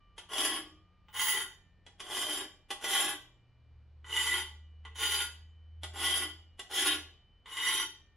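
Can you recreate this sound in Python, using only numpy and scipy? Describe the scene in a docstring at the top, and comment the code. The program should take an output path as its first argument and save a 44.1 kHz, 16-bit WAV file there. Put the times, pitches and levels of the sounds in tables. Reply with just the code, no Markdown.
"""Filing a knife in a small garage

At the bench, in stereo: a hand file is pushed nine times along a clamped steel blade, on one face or
the other. It clacks down, its teeth chip irregularly at the edge and ring blade, file and bench, then
it lifts off. Close walls answer. Thin steel tones linger between strokes, and a faint low hum swells
and fades over the room tone."""
import sys
import numpy as np
from scipy import signal
from scipy.fft import rfft, irfft, next_fast_len
from scipy.io import wavfile
from scipy.ndimage import uniform_filter1d, map_coordinates

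SR = 44100
rng = np.random.default_rng(int(sys.argv[2]) if len(sys.argv) > 2 else 0)


def transcribe(u):
    """Save the signal u as a 16-bit wav file named by the first command-line argument.

    u: samples, shape (n,) or (channels, n), limited to [-1, 1]; the rate is SR.
    q: integer samples, one column per channel.
    """
    v = np.clip(np.atleast_2d(u).T, -1, 1)
    q = np.round(v * 32767).astype(np.int16)
    wavfile.write(sys.argv[1], SR, q)


N = 359856

# Pushes of the file. Each row: start, rise and hold in seconds, full bite in dB, sag over the hold
# in dB, then bench rattle and hiss in dB relative to the bite.
PUSHES = [(0.285, 0.12, 0.15, -32, 5.5, -5.5, -2.5), (1.125, 0.085, 0.18, -33, 1, -7.5, -1),
          (2.03, 0.15, 0.22, -34.5, 6, -6, -2.5), (2.8, .14, 0.15, -28.5, 7, -8, -2.5),
          (4.05, .13, 0.2, -33.5, 0.5, -9, -4.5), (4.945, 0.088, 0.17, -31.5, -0.5, -11, -4),
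          (5.93, 0.12, 0.17, -30, 6.5, -8.5, -3.5), (6.688, 0.078, 0.15, -31.5, -0.5, -7.5, -4),
          (7.46, 0.23, 0.11, -31, 2, -11, -5.5)]
# The face of the blade, 0 or 1, that each push works.
FACES = [0, 1, 0, 0, 1, 1, 0, 0, 1]
# Resonances of blade, file and bench. Each row: pitch and width in Hz, height in dB on face 0 and on
# face 1, change in dB from the middle of a push to its end.
MODES = [(306.7, 14, 17.5, 15.5, 12.5), (371.8, 34, 21, 30, 3.5), (446.3, 11, 9.5, 28, -3.5),
         (613.3, 18, 14, -24.5, 2.5), (811, 39, 14.5, 23, 1.5), (881, 42, -5, 25.5, 0.5),
         (1052, 45, -5.5, 19.5, -2), (1125, 50, 21, 7.5, 5.5), (1428, 20, 21, 18.5, 3.5),
         (1540, 66, 9.5, 3.5, 6), (1695, 46, 15, 4, 6), (1976, 29, 20, 25, -1), (2162, 32, -14.5, 2, -10),
         (2878, 40, 14, -5, -4), (2944, 28, 2, 21.5, -3), (3123, 67, 19.5, 20, 0.5),
         (3377, 100, 13, -8, -6.5), (3606, 58, 8, 14.5, -1), (3720, 26, 15.5, 18.5, 2.5),
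         (4110, 39, 9, 17, -0.5), (4793, 77, 12.5, 19.5, 5.5), (5230, 94, 14, 7, 5),
         (5906, 60, 15.5, 22.5, 2.5), (6710, 130, 9, 18, 2), (7355, 34, 26.5, 25, 4),
         (8730, 82, 11.5, 14.5, 0.5), (10560, 420, 17.5, 21, 8.5), (12700, 170, 8, 9.5, 10)]
TOUCH_DB, EASE_S = 20.5, 0.043  # first touch under full bite; time the hand takes to ease off


def amp(db):
    """Decibels to gain."""
    return 10 ** (np.asarray(db) / 20)


def unit(x):
    """Scale to rms 1."""
    return x / np.sqrt(np.mean(x ** 2) + 1e-20)


def along(points, hz):
    """(Hz, value) points joined on a log frequency axis."""
    freqs, values = np.transpose(points)
    return np.interp(np.log(hz + 1), np.log(freqs + 1), values)


def wobble(rate, n):
    """A smooth random curve, rate knots a second."""
    return map_coordinates(rng.standard_normal(int(n * rate / SR) + 4), [np.arange(n) * rate / SR])


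def filtered(x, response):
    """x shaped by a gain over frequency."""
    n = x.shape[-1]
    size = next_fast_len(n + 4096)
    return irfft(rfft(x, size) * response(np.fft.rfftfreq(size, 1 / SR)), size)[..., :n]


def add(track, start, sound):
    """Mix a sound into the track at start seconds."""
    part = track[round(start * SR):][:len(sound)]
    part += sound[:len(part)]


def spread(pair):
    """Two unrelated signals become left and right: most alike in the low mids, apart in the treble."""
    # Stereo width of the room. Each row: frequency in Hz, side gain in dB.
    width = [(100, -2.5), (380, -17.5), (700, -9.5), (1300, -9.5), (2400, -7.5), (4400, 4.5), (8000, -3),
             (15000, 4.5)]
    mid, side = pair[0], filtered(pair[1], lambda hz: amp(along(width, hz)))
    return np.array([mid + side, mid - side])


def room_tone(level_db=-66, side_db=-7):
    """Soft rumble of the still garage."""
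    # Colour of the rumble. Each row: frequency in Hz, relative density in dB.
    colour = [(12, -21), (25, 1), (40, 4.5), (70, -1), (134, -6.5), (250, -16), (600, -21.5), (1200, -25),
              (3000, -32), (4500, -36), (12000, -67.5), (16000, -97.5)]
    noise = filtered(rng.standard_normal((2, N)), lambda hz: amp(along(colour, hz)))
    return amp(level_db) * unit(spread(noise * amp([[0], [side_db]])))


def hum(level_db=3.5, drone_db=3, waver_rad=0.25, sway_db=1):
    """A low hum swells and fades, drifting in pitch, while fainter drones come and go."""
    # Course of the hum. Each row: time in seconds, pitch in Hz, level in dB.
    course = [(3.5, 78.3, -75.5), (3.74, 76.0, -58.5), (4.53, 76.1, -51.5), (5.49, 78, -54.5),
              (5.54, 79.9, -57.5), (5.83, 79.8, -47), (6.51, 81.1, -58.5), (6.65, 83.2, -70.5),
              (7.06, 81.4, -55), (7.2, 78, -67), (7.4, 81, -77)]
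    # The drones. Each row: middle and half length in seconds, pitch in Hz, level in dB.
    drones = [(1.3, 2.2, 88, -68.5), (0.9, 1.7, 178, -76.5), (3.7, 0.62, 118, -66), (7.92, 0.53, 85, -68.5)]
    t = np.arange(N) / SR
    times, pitches, levels = np.transpose(course)
    phase = 2 * np.pi * np.cumsum(np.interp(t, times, pitches)) / SR + waver_rad * wobble(12, N)
    swell_db = np.interp(t, times, levels, left=-150, right=-150)
    track = amp(swell_db + level_db + sway_db * wobble(9, N)) * np.sin(phase)
    for middle, half, hz, db in drones:
        swell = amp(db + drone_db) * np.exp(-((t - middle) / half) ** 2)
        track += swell * np.sin(2 * np.pi * hz * t + 0.77 * wobble(18, N))
    return track


def lingering_steel(t60=3.4, vary_db=1.2, sway_db=-0.5, waver_rad=0.4, damp_db_per_s=300):
    """With the file off it, the steel sings on faintly until the next push damps it."""
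    # Barely damped modes. Each row: pitch in Hz, level in dB.
    free_modes = [(1180, -86), (1803, -90), (1884, -85), (2368, -80.5), (2948, -78.5), (3032, -82.5)]
    # One added tone a pause, the first before any push. Each row: pitch in Hz, level in dB.
    pause_tones = [(1180, -72.5), (1210, -70), (1803, -76), (2368, -82), (2368, -84.5), (2948, -73),
                   (3032, -72), (2920, -72.5), (3032, -66), (1820, -75)]
    track = np.zeros(N)
    lifts = [0] + [start + rise + hold for start, rise, hold, *_ in PUSHES]
    stops = [row[0] for row in PUSHES] + [N / SR]
    for lift, stop, pause_tone in zip(lifts, stops, pause_tones):
        t = np.arange(0, stop - lift + 0.1, 1 / SR)
        damped_db = damp_db_per_s * np.maximum(lift + t - stop, 0)
        envelope = amp(-60 * t / t60 - damped_db) * (1 - np.exp(-t / 0.0078))
        for hz, db in [*free_modes, pause_tone]:
            # the tone wavers as the hands move
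            sway = amp(vary_db * rng.standard_normal() + sway_db * wobble(11, len(t)))
            tone = np.sin(2 * np.pi * hz * t + waver_rad * wobble(25, len(t)))
            add(track, lift, amp(db) * envelope * sway * np.sqrt(2) * tone)
    return track


def chips(n, per_second, spread_db):
    """Teeth break off chips at random moments and in unequal sizes."""
    breaks = rng.random(n) < per_second / SR
    signs = rng.choice([-1, 1], n)
    sizes = amp(spread_db * np.clip(rng.standard_normal(n), -2, 2))
    return unit(breaks * signs * sizes)


def soften(x, edge_hz):
    """A soft contact loses its top end."""
    return filtered(x, lambda hz: 1 / (1 + (hz / edge_hz) ** 16))


def grip(vary_db=1.75, ripple_db=3.5, size=4096):
    """Each grip on the file shifts the strong modes' levels and picks a new crowd of weak, high ones."""
    hz = np.fft.rfftfreq(size, 1 / SR)
    crowd = map_coordinates(rng.standard_normal(size // 8), [np.arange(len(hz)) / 5])
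    return vary_db * rng.standard_normal(len(MODES)), ripple_db * crowd * np.clip(hz / 5000, 0, 1)


def blade_ring(face, travel, shift_db, crowd_db, size=4096):
    """The steel's answer to one chip, with the file at travel from about -1 (push begins) to 1 (ends)."""
    # Broad colour of the chipping. Each row: frequency in Hz, level in dB on face 0 and on face 1.
    rasp = [(60, -38.5, -44), (168, -14, -19), (257, -5, -22), (580, -3.5, -19.5), (756, 3, -18),
            (1150, -4, -3.5), (2550, -0.5, -2), (3360, -1.5, -1), (4130, -10, -13), (8860, -17.5, -17),
            (9440, -6.5, -8.5), (11270, -12.5, -15), (15700, -23.5, -18.5)]
    hz = np.fft.rfftfreq(size, 1 / SR)
    mode_hz, width_hz, *face_db, change_db = np.transpose(MODES)
    power = amp(face_db[face] + travel * change_db + shift_db) ** 2
    peaks = 1 / (1 + (2 * (hz[:, None] - mode_hz) / width_hz) ** 2)
    rasp_db = along(np.array(rasp)[:, [0, 1 + face]], hz)
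    gain = amp(rasp_db + crowd_db) * np.sqrt(1 + peaks @ power)
    cepstrum = irfft(np.log(gain))
    cepstrum[1:size // 2] *= 2  # minimum phase: the ring follows the chip
    cepstrum[size // 2 + 1:] = 0
    return irfft(np.exp(rfft(cepstrum)))


def excite(force, ring, bench_db, hiss_db):
    """A force rings the work: the bench answers low, the steel in the middle, the chips hiss on top."""
    bench = lambda hz: 1 / (1 + (hz / 1800) ** 12)
    hiss = lambda hz: 1 - 1 / (1 + (hz / 4300) ** 12)
    steel = lambda hz: 1 - bench(hz) - hiss(hz)
    drive = sum(amp(db) * filtered(force, band) / np.linalg.norm(filtered(ring, band))
                for band, db in [(bench, bench_db), (steel, 0), (hiss, hiss_db)])
    return signal.fftconvolve(drive, ring)


def clacks(level_db=-3, lead_in_db=-19, knock_db=6, skid_s=0.0115, hard_db=-32, damp_db=6):
    """Each clack swells in briefly, knocks once and skitters for a few milliseconds."""
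    # The file is set down. Each row: time in seconds, level in dB.
    landings = [(0.1799, -38), (1.0842, -52.5), (1.8646, -48), (1.9964, -43.5), (2.0028, -37),
                (2.7052, -29), (2.713, -41.5), (4.0441, -49), (4.851, -42), (5.8339, -35), (6.5933, -36),
                (7.4583, -45)]
    # Colour of a clack on face 0, then face 1. Each row: thud and hiss in dB relative to the steel.
    colours = [(-4, -6), (-2, -16)]
    track, lead = np.zeros(N), SR // 50
    t = np.arange(-lead, SR // 10) / SR
    for at, db in landings:
        face = FACES[np.argmin([abs(row[0] - at) for row in PUSHES])]
        thud_db, hiss_db = colours[face]
        envelope = np.where(t < 0, amp(lead_in_db) * np.exp(t / 0.0078), np.exp(-t / skid_s))
        force = chips(len(t), per_second=4900, spread_db=1.5) * envelope
        force[lead + 20] += amp(knock_db)
        force = soften(force, edge_hz=12000 * 2 ** (min(db - hard_db, 0) / 45))  # lighter is duller
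        _, crowd_db = grip()
        ring = blade_ring(face, -1, -damp_db, crowd_db / 2)  # the resting file damps the strong modes
        add(track, at + t[0], amp(db + level_db) * excite(force, ring, thud_db, hiss_db))
    return track


def pressure(t, rise, hold, sag_db, ease_db_per_s=229, lift_db_per_s=600):
    """Bite in dB relative to full, t seconds into a push: the hand leans in, sags, eases off, lifts."""
    lean = TOUCH_DB * np.clip(1 - t / rise, 0, 1) ** 1.23  # fast at first, then more gently
    sag = sag_db * np.clip((t - rise) / hold, 0, 1)
    after = t - rise - hold
    ease = ease_db_per_s * np.clip(after, 0, EASE_S)
    lift = lift_db_per_s * np.maximum(after - EASE_S, 0)
    return -lean - sag - ease - lift


def snags(times, level_db=-14.5, decay_s=0.015):
    """The teeth dig in for a moment: the force jumps and dies away."""
    # The snags. Each row: time in seconds, level in dB.
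    digs = [(0.3326, -26), (0.382, -17.5), (0.4485, -14), (0.565, -28.5), (1.1428, -33.5), (1.1955, -20.5),
            (1.283, -19), (2.3424, -40), (2.4066, -26), (2.8406, -16), (2.9515, -15), (4.1664, -27.5),
            (4.997, -29.5), (5.027, -14), (5.199, -16), (6.7635, -27.5), (6.8656, -12.5), (7.569, -23),
            (7.6708, -15.5)]
    return sum(amp(db + level_db) * (times >= at) * np.exp(-np.abs(times - at) / decay_s)
               for at, db in digs)


def push(row, face, level_db=-2.21, catch_s=0.0099, flutter_db=1.16, grit_db=2.5, dull_db=-45):
    """One stroke: a stream of chips, uneven with hand pressure, travels along the blade."""
    start, rise, hold, full_db, sag_db, bench_db, hiss_db = row
    length = rise + hold + EASE_S
    t = np.arange(0, length + 0.069, 1 / SR)
    drop_db = pressure(t, rise, hold, sag_db)
    bite_db = full_db + drop_db
    bench_db -= 0.41 * np.maximum(drop_db, -TOUCH_DB)  # the rattle follows only part of a drop in bite
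    hiss_lag_db = 3 * np.maximum(1 - t / rise, 0)  # the hiss catches up over the rise
    hiss_db += 1.8 * wobble(40, len(t)) - hiss_lag_db
    catch = 1 - np.exp(-t / catch_s)
    unevenness = unit(amp(flutter_db * wobble(55, len(t)) + grit_db * wobble(600, len(t))))
    bite = amp(bite_db + level_db) * catch * unevenness
    grit = chips(len(t), per_second=5000, spread_db=5.5)
    sharp = 1 / (1 + amp(dull_db - bite_db) ** 2)  # a light touch lacks the very top
    grit = sharp * grit + (1 - sharp) * soften(grit, edge_hz=12500)
    force = np.hypot(bite, snags(start + t)) * grit
    progress = np.clip(t / length, 0, 1)
    shift_db, crowd_db = grip()
    early = excite(force * (1 - progress), blade_ring(face, -1.1, shift_db, crowd_db), bench_db, hiss_db)
    late = excite(force * progress, blade_ring(face, 0.94, shift_db, crowd_db), bench_db, hiss_db)
    return early + late


def filing():
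    """The nine strokes in turn, each on its face of the blade."""
    track = np.zeros(N)
    for row, face in zip(PUSHES, FACES):
        add(track, row[0], push(row, face))
    return track


def chatter(level_db=-2, min_width_hz=42, width_share=0.021):
    """The teeth lock onto one resonance for a moment and it sings out, a restless narrow tone."""
    # The squeals. Each row: middle and half length in seconds, pitch in Hz, level in dB.
    squeals = [(0.4, 0.03, 3110, -35), (0.46, .03, 1965, -39), (1.253, 0.058, 2985, -36),
               (1.265, .055, 15450, -39.5), (1.371, 0.019, 1990, -40.5), (2.959, 0.034, 3130, -30.5),
               (3.0, 0.05, 3300, -37.5), (4.182, .035, 1984, -31.5), (4.176, 0.034, 2940, -33.5),
               (4.32, 0.036, 1985, -36.5), (5.081, 0.026, 3730, -39.5), (5.075, 0.04, 15000, -51),
               (6.062, 0.025, 2000, -35), (6.12, 0.022, 3137, -30.5), (7.645, 0.059, 1985, -33.5),
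               (7.691, .034, 2820, -46), (7.797, 0.043, 3226, -42), (7.795, 0.032, 5925, -40.5)]
    track = np.zeros(N)
    t = np.arange(SR // 2) / SR - 0.25
    for middle, half, hz, db in squeals:
        width_hz = max(min_width_hz, width_share * hz)
        phase = 2 * np.pi * hz * t + wobble(2 * width_hz, len(t))
        flicker = unit(amp(5.8 * wobble(2 * width_hz, len(t))))
        swell = np.exp(-(t / half) ** 2 / 2)
        add(track, middle + t[0], amp(db + level_db) * swell * flicker * unit(np.sin(phase)))
    return track


def echoes(early_db=4, early_s=0.014, even_hz=110):
    """Bench and close walls answer at once, the rest of the room dies away behind them."""
    # Decay of the garage. Each row: frequency in Hz, seconds to fall 60 dB.
    decay_times = [(200, 0.44), (530, 0.55), (1400, 0.36), (3700, 0.41), (7000, 0.39), (10500, 0.24),
                   (15000, 0.3)]
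    hz, frame_s, frames = signal.stft(rng.standard_normal((2, SR // 2)), SR, nperseg=256)
    decay = amp(-60 * frame_s / along(decay_times, hz)[:, None])
    _, tail = signal.istft(frames * decay, SR, nperseg=256)
    t = np.arange(tail.shape[1]) / SR
    early_boost = 1 + amp(early_db) * np.exp(-t / early_s)
    spectrum = rfft(tail * (t > 0.0015) * early_boost)
    # even out the echo's spectrum so that no pitch stands out
    power = uniform_filter1d(np.abs(spectrum) ** 2, max(3, round(even_hz * t[-1])))
    tail = irfft(spectrum / np.sqrt(np.abs(power) + 1e-12)) * (t < 0.4)
    return spread(tail / np.linalg.norm(tail[0]))


def garage(x, direct_db=-2.5, echo_db=-3.5):
    """The direct sound sits in the centre; the arms move, so the echoes around it keep changing."""
    wet, hop = np.zeros((2, N)), SR // 3
    for start in range(0, N, hop):
        for channel, answer in zip(wet, echoes()):
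            add(channel, start / SR, signal.fftconvolve(x[start:start + hop], answer))
    return amp(direct_db) * x + amp(echo_db) * wet


def scene():
    """The work at the bench and the room around it, as they reach the microphone."""
    return garage(filing() + clacks() + chatter()) + lingering_steel() + hum() + room_tone()


def record(dry, top_hz=15830):
    """The microphone and recorder keep nothing above their band limit."""
    return filtered(dry, lambda hz: np.clip((top_hz - hz) / 200 + 0.5, 0, 1))


dry = scene()
out = record(dry)
transcribe(out)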